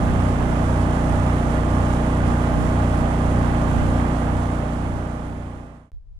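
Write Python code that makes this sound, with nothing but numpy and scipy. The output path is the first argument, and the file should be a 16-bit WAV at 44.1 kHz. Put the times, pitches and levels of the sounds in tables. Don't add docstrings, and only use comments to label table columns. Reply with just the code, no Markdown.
import sys
import numpy as np
from scipy import signal
from scipy.fft import rfft, irfft, next_fast_len
from scipy.io import wavfile
from scipy.ndimage import map_coordinates

SR = 44100
rng = np.random.default_rng(int(sys.argv[2]) if len(sys.argv) > 2 else 0)


def store_pcm(level_fs):
    pcm = np.round(np.clip(level_fs, -1, 1) * 32767).astype(np.int16)
    wavfile.write(sys.argv[1], SR, np.atleast_2d(pcm).T)


N = 272979
TIME = np.arange(N) / SR
CYCLE_HZ, SAG_HZ_PER_S = 29.86, .03


def amp(db):
    return 10 ** (np.asarray(db) / 20)


def unit(x):
    return x / np.sqrt(np.mean(x ** 2) + 1e-20)


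def wobble(rate):
    knots = rng.standard_normal(int(N * rate / SR) + 4)
    places = np.arange(0, len(knots) - 1, 1 / 10)
    return np.interp(TIME * rate, places, map_coordinates(knots, [places]))


def burst(cycle, place, length):
    return np.exp(-(((cycle - place + .5) % 1 - .5) / length) ** 2)


def filtered(x, response):
    size = next_fast_len(N + 8192)
    return irfft(rfft(x, size) * response(np.fft.rfftfreq(size, 1 / SR)), size)[..., :N]


def coloured(white, spectrum):
    table_hz, *sides = np.transpose(spectrum)
    gain = lambda hz: amp([np.interp(np.log(hz + 1), np.log(table_hz), side) for side in sides])
    return filtered(white, gain) * np.sqrt(SR / 2)


def two_sided(shared, lead_s=.00023):
    right, own = rng.standard_normal((2, N))
    late = filtered(right, lambda hz: np.exp(-2j * np.pi * hz * lead_s))
    left = shared * late + np.sqrt(1 - shared ** 2) * own
    return np.array([left, right])


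# frequency in Hz, left and right relative density in dB.
BREEZE_SPECTRUM = [(8, -65, -68), (32, -54.5, -56.5), (55, -59.5, -58), (111, -72, -81), (252, -99, -101),
                   (800, -106, -107), (2000, -119, -119), (5000, -123, -123), (15000, -138, -138)]

def breeze(start_s=5.918, rise_s=.012, gust_db=12, gust_s=.052, freshen_db_per_s=20, tick_t60_s=.06):
    age = np.maximum(TIME - start_s, 0)
    tick = amp(-43.5 - 60 * age / tick_t60_s) * (age > 0)
    strength_db = -2.5 + gust_db * np.exp(-(age / gust_s) ** 2) + freshen_db_per_s * age
    onset = np.minimum(age / rise_s, 1)
    return amp(strength_db) * onset * wind(BREEZE_SPECTRUM, eddy_db=1.0) + tick


# frequency in Hz, left and right density in dB per Hz.
HEAD_WIND_SPECTRUM = [(5, -63, -62), (25, -55.5, -49), (45, -55, -55), (75, -57, -50), (140, -60, -57),
                      (298, -64.5, -61.5), (1000, -110, -110)]

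def wind(spectrum=HEAD_WIND_SPECTRUM, eddy_db=5.5):
    eddies = amp(eddy_db * np.array([wobble(7), wobble(7)]))
    return coloured(rng.standard_normal((2, N)) * unit(eddies), spectrum)


# frequency in Hz, left and right density in dB per Hz.
SPRAY_SPECTRUM = [(800, -105, -95), (3500, -87, -85), (5000, -104, -84.5), (7100, -105, -81.5),
                  (7800, -107, -85), (8300, -110, -81.5), (8860, -114, -85.5), (9850, -116, -82.5),
                  (11080, -126, -93), (12740, -134, -99), (14700, -138, -102), (14800, -142, -126)]

def wake(splash_db=.63, droplet_db=1.3):
    flow = amp(splash_db * wobble(18) + droplet_db * wobble(900))
    return coloured(two_sided(shared=.18) * unit(flow), SPRAY_SPECTRUM)


ENGINE_KNOCKS = [(.18, 0.062, 0.34), (.4, 0.036, .25), (.73, 0.086, 0.53), (.84, .05, 0.38)]
# frequency in Hz, left and right density in dB per Hz.
CLATTER_SPECTRUM = [(200, -88, -65.5), (467, -65, -62), (620, -68, -55), (834, -67.5, -56.5),
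                    (1174, -72.5, -59.5), (1630, -73.5, -63.5), (2020, -76.5, -67.5), (2410, -79.5, -72.5),
                    (3260, -80.5, -77), (4020, -88.5, -89), (7000, -110, -102), (14000, -140, -125)]

def clatter(cycle, uneven=.19, crank_depth=.075, flutter_db=.36):
    knocks = sum(strength * burst(cycle, place, length) * np.exp(uneven * wobble(30))
                 for place, length, strength in ENGINE_KNOCKS)
    gears = 1 + crank_depth * np.cos(4 * np.pi * (cycle - .78))
    envelope = np.sqrt(gears + knocks) * amp(flutter_db * wobble(14))
    return coloured(two_sided(shared=.3) * unit(envelope), CLATTER_SPECTRUM)


# frequency in Hz, left and right relative level in dB.
PANEL_RADIATION = [(357, -46.5, -45), (414, -50, -49), (448, -58.5, -57), (480, -43, -42.5),
                   (566, -49, -48.5), (604, -40.5, -37), (720, -54.5, -48.5), (860, -57, -49.5),
                   (1150, -66, -56.5)]
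# multiple of the cycle rate, left and right relative level in dB.
GEAR_WHINE = [(26, -59, -43), (27, -54, -41), (28, -56, -37), (31, -68, -46), (33, -56, -53),
              (36, -60, -40.5), (40, -54, -39.3), (42, -64, -47.5), (44, -56, -48.5), (48, -58, -48),
              (50, -61, -59), (51, -58, -59), (66, -74, -56), (69, -68, -57)]

def casing(cycle, buzz_orders=range(12, 40), buzz_db=.17, whine_db=.64, waver_db=1.26, slip_rad=.24):
    hz, *sides = np.transpose(PANEL_RADIATION)
    levels = {}
    for order in buzz_orders:
        levels[order] = [buzz_db + np.interp(np.log(order * CYCLE_HZ), np.log(hz), s) for s in sides]
    for order, left_db, right_db in GEAR_WHINE:
        levels[order] = [whine_db + left_db, whine_db + right_db]
    buzz = np.zeros((2, N))
    for order, (left_db, right_db) in levels.items():
        phase = 2 * np.pi * order * cycle + rng.uniform(0, 2 * np.pi) + slip_rad * wobble(11)
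        apart = (order / 28) ** 2
        pair = [amp(left_db) * np.sin(phase), amp(right_db) * np.sin(phase + apart)]
        buzz += np.sqrt(2) * np.array(pair) * amp(waver_db * wobble(7))
    return buzz


def propeller(cycle, blade_order=3.064, db=-28):
    blades = np.sqrt(2) * np.sin(2 * np.pi * (blade_order * cycle + .72))
    return blades * amp(db) * amp([[-.3], [.3]])


# multiple of the cycle rate, relative level in dB.
EXHAUST_HARMONICS = [(1, -34), (2, -23.5), (3, -30), (4, -32), (5, -27.7), (6, -35), (7, -35.5), (8, -29.3),
                     (9, -33), (10, -34), (11, -39.5)]
# frequency in Hz, left and right density in dB per Hz.
CHUFF_SPECTRUM = [(20, -84, -83), (60, -64, -61), (98, -54, -54.5), (137, -59.5, -59.5),
                  (180, -52.5, -53.5), (280, -58.5, -57), (380, -59.5, -58.5), (514, -64.5, -66),
                  (656, -61, -61.5), (1020, -87, -81), (2500, -120, -120)]

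def exhaust(cycle, db=-.45, floor_db=-42, smear_rad=.1308, odd_lag_rad=.8, uneven_db=.24, surge=.17):
    level_db = np.transpose(EXHAUST_HARMONICS)[1]
    gain = amp(np.r_[floor_db, level_db, np.full(len(level_db), floor_db)])
    mirrored_gain = np.r_[gain, gain[-2:0:-1]]
    pipe_lag = signal.hilbert(np.log(mirrored_gain)).imag
    note = np.zeros(N)
    for order, _ in EXHAUST_HARMONICS:
        lag = pipe_lag[order] + smear_rad * order ** 2 + odd_lag_rad * (order % 2)
        note -= np.sqrt(2) * gain[order] * np.cos(2 * np.pi * order * (cycle + .27) - lag)
    note *= amp(db + uneven_db * wobble(22.1))
    gas = rng.standard_normal(N) * unit(1 + surge * burst(cycle, place=.03, length=.03))
    return note * amp([[-.4], [.4]]) + coloured(gas, CHUFF_SPECTRUM)


def scene(fade_start_s=3.96, fade_end_s=5.912):
    cycle = np.cumsum(CYCLE_HZ - SAG_HZ_PER_S * TIME) / SR
    motor = exhaust(cycle) + propeller(cycle) + casing(cycle) + clatter(cycle)
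    boat = motor + wake() + wind()
    fade = np.interp(TIME, [0, .002, fade_start_s, fade_end_s], [0, 1, 1, 0])
    return boat * fade + breeze()


def record(dry, top_hz=15600):
    return filtered(dry, lambda hz: hz < top_hz)


dry = scene()
out = record(dry)
store_pcm(out)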